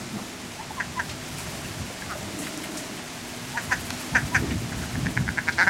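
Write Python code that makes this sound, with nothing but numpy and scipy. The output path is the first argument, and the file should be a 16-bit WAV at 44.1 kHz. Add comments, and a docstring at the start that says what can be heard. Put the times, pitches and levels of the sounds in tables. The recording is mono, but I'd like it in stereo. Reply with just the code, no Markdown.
"""Water runs and splashes into a hollow container with a dull boom or two, and wind rumbles on a microphone's
two ports. Soft coos follow, then a duck in a walled yard: short quacks led in by coos, and at the end a
quickening run of clucks. Each quack or cluck is a handful of syrinx pulses ringing the throat; coos and booms
are gliding tones. Water is noise and droplets ringing the container, with single splats, plinks and ticks; now
and then a dull thud falls; wind is buffeted noise. A faint low drone lies beneath."""
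import sys
import numpy as np
from scipy import signal
from scipy.fft import rfft, irfft
from scipy.io import wavfile
from scipy.ndimage import uniform_filter1d

SR = 44100
rng = np.random.default_rng(int(sys.argv[2]) if len(sys.argv) > 2 else 0)


def wrap_up_sound(samples):
    """Save the sound to the file named by the first command line argument, as 16-bit audio."""
    columns = np.atleast_2d(samples).T
    # keep every value between -1 and 1, then stretch to whole-number steps
    tamed = np.clip(columns, -1, 1)
    steps = np.round(tamed * 32767).astype(np.int16)
    wavfile.write(sys.argv[1], SR, steps)


N = 250929
T = np.arange(N) / SR  # seconds


def undb(db):
    """Decibels to gain."""
    return 10 ** (np.asarray(db) / 20)


def unit(x):
    """Scale to rms 1."""
    return x / np.sqrt(np.mean(x ** 2))


def curve(rows):
    """A (seconds, value) table as a line through time."""
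    s, values = np.transpose(rows)
    return np.interp(T, s, values)


def add(out, x, s):
    """Mix x in from s seconds on."""
    i = max(int(s * SR), 0)
    out[..., i:i + x.shape[-1]] += x[..., :max(N - i, 0)]


def gains(points, size, ratio=1):
    """A (Hz, dB) outline on the bins of a transform; a larger body lowers it."""
    hz, db = np.transpose(points)
    bins_hz = np.arange(size // 2 + 1) * SR / size
    return undb(np.interp(np.log(bins_hz * ratio + 1), np.log(hz), db))


def colour(x, points):
    """Give a sound the outline of a spectrum."""
    return irfft(rfft(x) * gains(points, N), N)


def band(x, hz, width):
    """One resonance, gain 1 at its centre."""
    g = np.tan(np.pi * min(hz / SR, .45))
    k = width / hz
    return signal.lfilter([g * k, 0, -g * k], [1 + g * k + g * g, 2 * g * g - 2, 1 - g * k + g * g], x)


def walk(rate):
    """Smooth random wander with spread 1, taking rate steps per second."""
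    k = max(int(SR / rate), 2)
    steps = np.repeat(rng.standard_normal(N // k + 1), k)
    return unit(uniform_filter1d(steps, k)[:N])


def spread(mid, side, side_db):
    """Left and right from a common and an opposed part."""
    return mid + undb(side_db) * np.array([side, -side])


def swell_gain(start, hold, db, rise, fall):
    """A gain that rises, holds and dies away."""
    before = np.maximum(start - T, 0)
    after = np.maximum(T - start - hold, 0)
    return undb(db) * np.exp(-before / rise - after / fall)


def tones(table, overtone_db, waver, rough, crest=0.56):
    """Short gliding, fluttering tones with a weak octave, loudest at the share crest of their length."""
    out = np.zeros(N)
    for s, length, hz, glide, db in table:
        n = int(length * SR)
        octaves = glide * (np.arange(n) / SR - length / 2)
        pitch = hz * 2 ** octaves * (1 + waver * walk(180)[:n])
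        phase = 2 * np.pi * np.cumsum(pitch) / SR
        progress = np.interp(np.arange(n) / n, [0, crest, 1], [0, .5, 1])
        shape = np.sin(np.pi * progress) ** 2 * (1 + rough * walk(400)[:n])
        tone = np.sin(phase) + undb(overtone_db) * np.sin(2 * phase)
        add(out, undb(db) * shape * tone, s - length / 2)
    return out


# The drone's loudness. Each row: time in seconds, rms level in dB.
DRONE_LEVEL = [(0, -50), (1.1, -47.5), (2.4, -54.5), (3.2, -44.5), (5.69, -44)]
DRONE_HZ = 246.8


def drone():
    """A faint low sine that wavers in pitch."""
    phase = 2 * np.pi * np.cumsum(DRONE_HZ + 5 * walk(18)) / SR
    return undb(curve(DRONE_LEVEL)) * unit(np.sin(phase))


# Gusts on the ports. Each row: start in seconds, hold in seconds, level in dB before the port balance.
GUSTS = [(0.46, 0.44, -50), (0.855, 0.86, -40.5), (1.77, 0.073, -34.5), (2.016, 0.24, -40),
         (3.604, 0.36, -38.5), (4.123, 0.17, -31.5), (4.343, 0.22, -26.5), (4.615, 0.24, -32.5),
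         (4.95, 0.15, -28.5), (5.168, 0.066, -30.5), (5.27, 0.39, -37.5)]
# Outline of the wind rumble. Each row: frequency in Hz, relative level in dB.
WIND_SPECTRUM = [(15, -55), (25, -44), (62, -3), (129, -0.5), (186, -4), (236, -8.5), (340, -15.5),
                 (528, -29), (659, -31.5), (1140, -40), (1500, -45), (1950, -65), (3300, -120)]
GUST_RISE_S, GUST_FALL_S = .02, .04
BREEZE_DB = -63.5  # light air between gusts, before the port balance
EDDY_DB, EDDIES_PER_S = 2, 22  # depth and rate of the buffeting


def eddies(force):
    """Low noise driven by the force of the wind and buffeted at random."""
    rumble = unit(colour(rng.standard_normal(N), WIND_SPECTRUM))
    return rumble * force * undb(EDDY_DB * walk(EDDIES_PER_S))


def wind():
    """Eddies buffet the two ports, more against each other than together, and the right a little harder."""
    gust_power = sum(swell_gain(*gust, GUST_RISE_S, GUST_FALL_S) ** 2 for gust in GUSTS)
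    force = np.sqrt(undb(BREEZE_DB) ** 2 + gust_power)
    left, right = spread(eddies(force), eddies(force), side_db=3)
    return np.array([undb(-1.5) * left, undb(0.5) * right])


def droplets(rate, scatter_db):
    """Dense tiny impacts of very uneven size, rate per second."""
    sizes = undb(scatter_db * np.minimum(rng.exponential(size=N), 4))
    hits = rng.random(N) < rate / SR
    return unit(rng.choice([-1, 1], N) * sizes * hits)


def hollow(modes):
    """Air resonances kept ringing by the stream, rounded off by one broad resonance."""
    ringing = sum(undb(db) * band(rng.standard_normal(N), hz, width) for hz, width, db in modes)
    return unit(band(ringing, 210, 670))


# Strength of the stream. Each row: time in seconds, level of the fine spray in dB before its trim.
FLOW = [(0, -53), (0.75, -54), (1.35, -49), (1.9, -51), (2.45, -48.5), (3.2, -51.5), (3.95, -47),
        (4.55, -49.5), (4.85, -47), (5.25, -52.5), (5.69, -50.5)]
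# Outline of the splashing. Each row: frequency in Hz, relative level in dB.
SPLASH_SPECTRUM = [(240, -6.5), (400, -5), (511, -10), (633, -2), (796, -4.5), (1150, -6.5), (1630, -7),
                   (1960, -6.5), (2120, -6.5), (3850, -10.5), (7210, -11.5), (11400, -17), (15500, -25.5)]
# Air in the container. Each row: frequency in Hz, width in Hz, relative drive in dB.
CONTAINER_AIR = [(113, 83, -1), (197.5, 49, -5.5), (260, 45, -10.5), (327, 83, -3.5), (628, 15, -5.5),
                 (1664, 62, -8), (2107, 24, -5)]
# What the square hit rings. Each row: frequency in Hz, width in Hz, relative drive in dB.
SQUARE_RING = [(195, 23, 1), (304, 35, 1), (623, 20, -2)]
# The stream hits the container squarely for a moment. One row: start in seconds, hold in seconds, level in dB.
SQUARE_HIT = (2.27, 0.7, -38.5)
SQUARE_EDGE_S = 0.05  # rise and fall
# The coarse splash follows the flow less than the spray does.
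USUAL_FLOW_DB, SPLASH_DB, SPLASH_PER_DB = -50, -37, 0.47
SPRAY_TRIM_DB, DRUM_DB = -1, -43


def water():
    """A stream breaks into droplets; its spray comes and goes, and it drums on the air in the container."""
    mid, side = (colour(rng.standard_normal(N) + 0.6 * droplets(2500, 2.7), SPLASH_SPECTRUM) for _ in range(2))
    fine = signal.butter(2, 9000, "high", fs=SR, output="sos")  # splits spray from splash
    flow_db = curve(FLOW)

    splash = spread(mid, side - 0.7 * band(side, 530, 2200), side_db=-9) / np.std(mid)
    coarse = splash - signal.sosfiltfilt(fine, splash)
    splash_db = SPLASH_DB + SPLASH_PER_DB * (flow_db - USUAL_FLOW_DB) + .5 * walk(25.18)

    spray = unit(signal.sosfiltfilt(fine, spread(mid, side, side_db=-5.5)))
    spray_db = flow_db + SPRAY_TRIM_DB + 2 * walk(40)

    drumming = hollow(CONTAINER_AIR) * undb(DRUM_DB + walk(9.9))
    square = hollow(SQUARE_RING) * swell_gain(*SQUARE_HIT, SQUARE_EDGE_S, SQUARE_EDGE_S)
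    return coarse * undb(splash_db) + spray * undb(spray_db) + drumming + square


# Dull booms. Each row: middle in seconds, length in seconds, pitch in Hz, glide in octaves per second, level in dB.
BOOMS = [(.152, .085, 202.3, -1.1, -27.5), (.215, 0.0483, 197, 1, -29.5), (3.48, .3, 133.2, 0.62, -41)]


def booms():
    """Low tones that swell, flutter and glide."""
    return tones(BOOMS, overtone_db=-18.0, waver=0.088, rough=0.34)


def spatters(table, width):
    """Noise bursts that each die away in one resonance, its width a share of its centre."""
    t = np.arange(SR // 4) / SR
    out = np.zeros((2, N))
    for s, db, hz, decay_s in table:
        noise = rng.standard_normal((2, len(t)))
        mid, side = unit(band(band(noise, hz, width * hz), hz, width * hz))
        add(out, undb(db) * np.exp(-t / decay_s) * spread(mid, side, side_db=-24), s)
    return out


# Single hits. 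Each row: start in seconds, level before the decay in dB, centre in Hz, decay in seconds.
SPLATS = [(.18, -39.5, 750, 0.063), (1.094, -34, 3700, 0.02), (1.383, -38.5, 8800, .035),
          (2.388, -36, 8140, 0.06), (2.435, -37, 2770, 0.029), (2.468, -32.5, 1800, 0.017),
          (2.636, -38.5, 10000, 0.017), (2.638, -36.5, 2000, 0.025), (2.771, -33, 6900, 0.033),
          (2.975, -38, 2400, 0.018), (4.506, -33, 2200, 0.031), (5.523, -35.5, 3770, .022)]  # water, broad and soft
PLINKS = [(1.383, -39, 2350, .026), (1.645, -38.5, 2740, 0.019), (1.897, -35.5, 490, 0.023),
          (1.899, -37, 643, 0.025), (2.02, -32, 1650, 0.0098), (2.15, -32, 623, 0.021),
          (2.21, -34, 714, 0.015)]  # drops
TICKS = [(2.5755, -23.5, 6500, 0.001), (3.9045, -19, 4150, 0.0017), (3.905, -21, 1100, 0.0032)]  # sharp
THUDS = [(.3, -37, 315, 0.012), (2.305, -36, 298, 0.02), (2.392, -30.5, 282, 0.033),
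         (3.922, -32, 230, 0.011), (4.422, -22.5, 292, 0.024), (4.505, -25, 187, 0.037)]  # dull


def single_hits():
    """Broad splats, narrow plinks, sharp ticks and dull thuds, each a decaying burst."""
    water_hits = spatters(SPLATS, width=0.83) + spatters(PLINKS, width=0.15)
    return water_hits + spatters(TICKS, width=1.2) + spatters(THUDS, width=0.45)


# The upper resonance of the bill gives a call its edge: centre, and width in octaves.
EDGE_HZ, EDGE_OCTAVES = 2360, 0.11


def ring(points, ratio, sharpness, edge_db, size=1024):
    """Causal (minimum-phase) response of the throat and bill to one pulse, peak 1."""
    octaves = np.log2((np.arange(size // 2 + 1) * SR / size * ratio + 1) / EDGE_HZ)
    edge = undb(edge_db * np.exp(-(octaves / EDGE_OCTAVES) ** 2 / 2))
    cepstrum = irfft(sharpness * np.log(gains(points, size, ratio)) + np.log(edge))
    # folding the cepstrum forward leaves no ringing before the pulse
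    cepstrum[1:size // 2] *= 2
    cepstrum[size // 2 + 1:] = 0
    h = irfft(np.exp(rfft(cepstrum)))
    return h / np.abs(h).max()


THROAT_WOBBLE = .025  # share of the throat size
BILL_HZ, BILL_WIDTH_HZ = 1700, 900


def calls(table, throat, jitter, slowing, breath_db, hiss_db, open_s, focus, scatter_db, count=12, size=8192):
    """Each call is a short train of syrinx pulses, slowing or quickening, that ring the throat."""
    out, t = np.zeros(N), np.arange(size) / SR
    k = np.arange(-count, count)  # pulse number; 0 is the first full one
    lead = size / SR / 2
    above_throat = signal.butter(8, 3300, "high", fs=SR, output="sos")
    for s, db, hz, swell, hold, fade, ratio, rasp_db, edge_db in table:
        timing, strength = rng.standard_normal((len(k), 2)).T
        at = (k + slowing * k ** 2 + jitter * timing * (k != 0)) / hz
        envelope = np.exp(-(np.minimum(at, 0) / swell) ** 2 / 2 - np.maximum(at - hold, 0) / fade)
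        force = envelope * undb(scatter_db * strength)
        place = np.clip((lead + at) * SR, 0, size - 1).astype(int)
        pulses = np.bincount(place, force, size)

        # a puff of turbulence follows each pulse: faint in the body of the call, a rasp in its treble
        puffs = signal.fftconvolve(pulses, np.exp(-t / open_s))[:size] * rng.standard_normal(size)
        source = pulses + undb(breath_db) * puffs
        rasp = undb(rasp_db) * (.35 * pulses + undb(hiss_db) * puffs)
        source += signal.sosfiltfilt(above_throat, rasp - source)

        # in a gentle call, one with little rasp, the bill opens less: the throat rings longer and narrower
        sharpness = 1 + focus * max(-rasp_db, 0)
        # the throat quivers between a wider and a narrower shape from pulse to pulse
        wide = np.interp(t, lead + at, rng.random(len(k)))
        call = 0
        for share, way in ((wide, 1), (1 - wide, -1)):
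            response = ring(throat, ratio * (1 + way * THROAT_WOBBLE), sharpness, edge_db)
            call = call + signal.fftconvolve(source * share, response)
        call -= 2 * band(call, BILL_HZ, BILL_WIDTH_HZ)  # all-pass: the bill takes a cycle to start ringing
        loudness = np.sqrt(np.sum(call ** 2) / (SR / 100))  # rms as if packed into 10 ms
        add(out, undb(db) * call / loudness, s - lead)
    return out


# A louder call takes longer to die away; fades are given for a call at CALL_DB.
CALL_DB, FADE_DOUBLES_DB = -20, 9


def voiced(rows, fade_s):
    """Give each call the fade that goes with its loudness."""
    return [(s, db, hz, swell, hold, fade_s * 2 ** ((db - CALL_DB) / FADE_DOUBLES_DB), ratio, rasp_db, edge_db)
            for s, db, swell, hold, ratio, rasp_db, edge_db, hz, *_ in rows]


# Open quacks. Each row: first full pulse in seconds, level in dB, swell in seconds, hold in seconds,
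# throat size ratio, rasp in dB, edge in dB, pulse rate in Hz, then the coo that leads in:
# its length before the break in seconds, glide in octaves per second, level in dB.
QUACKS = [(0.8052, -22, 0.0041, 0.0045, 0.99, -11, -6, 231.3, 0.049, -7, -28.5),
          (0.9975, -21.5, 0.0033, 0.0035, 1.005, -11, -16, 231, 0.048, -3.5, -27),
          (3.5748, -22, 0.0034, 0.007, 1.02, -9, -4, 243, 0.043, 5, -28.5),
          (3.7265, -16, 0.0083, 0.0034, 1, -7, -6, 253.7, 0.04, -4.5, -29),
          (4.153, -12, 0.003, 0.017, 1.015, -10.5, 0, 262, 0.035, 5.5, -31.5),
          (4.35, -13.5, 0.0037, 0.013, 1.023, -8, 4, 264.6, 0.045, 0, -29)]
# A hoarse, throaty call. One row: first full pulse in seconds, level in dB, pulse rate in Hz, swell in seconds,
# hold in seconds, fade in seconds, throat size ratio, rasp in dB, edge in dB.
HOARSE_CALL = (2.112, -27, 216, .012, .016, .01, 1.27, -8, 2)
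# Throat and bill, open. Each row: frequency in Hz at size ratio 1, response in dB before sharpening.
OPEN_THROAT = [(300, -32.5), (550, -16), (750, -12), (1000, -11), (1220, -15), (1400, -7), (1560, 0.5),
               (1860, -0.5), (2100, -10), (2500, -9.5), (2850, -20.5), (3350, -20), (4100, -29),
               (4800, -16), (5600, -23), (6150, -10.5), (6750, -20.5), (12000, -38)]
QUACK_FADE_S = 0.0068


def quacks():
    """Open-billed calls, their pulses nearly regular."""
    return calls(voiced(QUACKS, QUACK_FADE_S) + [HOARSE_CALL], OPEN_THROAT, jitter=.006, slowing=.012,
                 breath_db=-30, hiss_db=-11.0, open_s=.0014, focus=0.022, scatter_db=.8)


# Creaky clucks. Each row: first full pulse in seconds, level in dB, swell in seconds, hold in seconds,
# throat size ratio, rasp in dB, edge in dB, pulse rate in Hz.
CLUCKS = [(4.728, -33.5, 0.0088, 0.0028, 1.04, 3, 6, 149), (4.838, -36.5, 0.0071, .001, 1, -3, -5, 148),
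          (4.955, -33, 0.0056, .001, 0.95, 0, 0, 150), (5.0672, -25.5, 0.0077, .001, 0.93, 1, 0, 134.6),
          (5.1742, -21, 0.0045, 0.0011, 0.96, -5, 6, 161.5),
          (5.2888, -22.5, 0.0095, .001, 1.02, -4, 1, 101.7),
          (5.3866, -19, 0.0088, 0.0015, 0.967, -7, 3, 164),
          (5.4918, -17, 0.011, 0.00092, 0.98, 2, 7, 161.6),
          (5.5887, -10.5, 0.006, 0.042, 1.006, 0.5, 2, 167.7),
          (5.6724, -13, 0.0037, 0.0058, 0.99, -3.5, -6, 192)]
# Throat with the bill nearly shut. Each row: frequency in Hz at size ratio 1, response in dB before sharpening.
SHUT_THROAT = [(300, -18), (600, -13.5), (930, -1), (1160, -14.5), (1400, 2.5), (1590, 10.5), (1920, -1.5),
               (2100, 3.5), (2400, -14), (2800, -21), (3500, -31), (4200, -25), (5900, -29), (7400, -40),
               (12000, -63)]
CLUCK_FADE_S = 0.0046


def clucks():
    """Slower, drier pulse trains that stop short, with the bill nearly shut."""
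    return calls(voiced(CLUCKS, CLUCK_FADE_S), SHUT_THROAT, jitter=.018, slowing=-.008,
                 breath_db=-27, hiss_db=-8.0, open_s=.0018, focus=.005, scatter_db=1.0)


# Coos that break into no quack. Each row: middle in seconds, length in seconds, pitch in Hz,
# glide in octaves per second, level in dB.
LONE_COOS = [(.607, .065, 880, 1.5, -35.5), (.71, 0.031, 937, -6, -35)]
COO_HZ = 961  # pitch at the break into a quack
COO_OVERLAP_S = 0.019


def coos():
    """Soft tones; each lead-in glides to COO_HZ at the break and dies away under the first pulses."""
    lead_ins = []
    for s, *_, length, glide, db in QUACKS:
        offset = (COO_OVERLAP_S - length) / 2  # from the break to the middle of the coo
        lead_ins.append((s + offset, length + COO_OVERLAP_S, COO_HZ * 2 ** (glide * offset), glide, db))
    leads = tones(lead_ins, overtone_db=-13, waver=.02, rough=.2, crest=.58)
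    return leads + tones(LONE_COOS, overtone_db=-13, waver=.06, rough=.65)


def duck():
    """Coos that swell and break into quacks, and the clucks."""
    return quacks() + clucks() + coos()


ECHO_BUILD_S = 0.0084  # the echoes thicken as the walls answer


def yard(x, t60, wet_db, side_db, size=16384):
    """Scattered echoes from the ground and the walls, as noise falling 60 dB in t60 seconds."""
    t = np.arange(size) / SR
    decay = np.exp(-np.log(1000) * t / t60)
    echoes = rng.standard_normal((2, size)) * decay * np.minimum(t / ECHO_BUILD_S, 1) ** 2
    echoes /= np.sqrt(np.sum(echoes ** 2, axis=1, keepdims=True))
    wet = signal.fftconvolve(x[None], spread(*echoes, side_db), axes=1)[:, :N]
    return x + undb(wet_db) * wet


def scene():
    """The duck close by, over water and wind."""
    background = drone() + wind() + water() + booms() + single_hits()
    return background + yard(duck(), t60=.18, wet_db=-12, side_db=-7)


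TOP_HZ = 15800


def record(dry):
    """The recorder thins the deepest bass and cuts the top."""
    thinned = signal.sosfilt(signal.butter(2, 30, "high", fs=SR, output="sos"), dry)
    return signal.sosfilt(signal.ellip(10, .2, 80, TOP_HZ, fs=SR, output="sos"), thinned)


dry = scene()
out = record(dry)
wrap_up_sound(out)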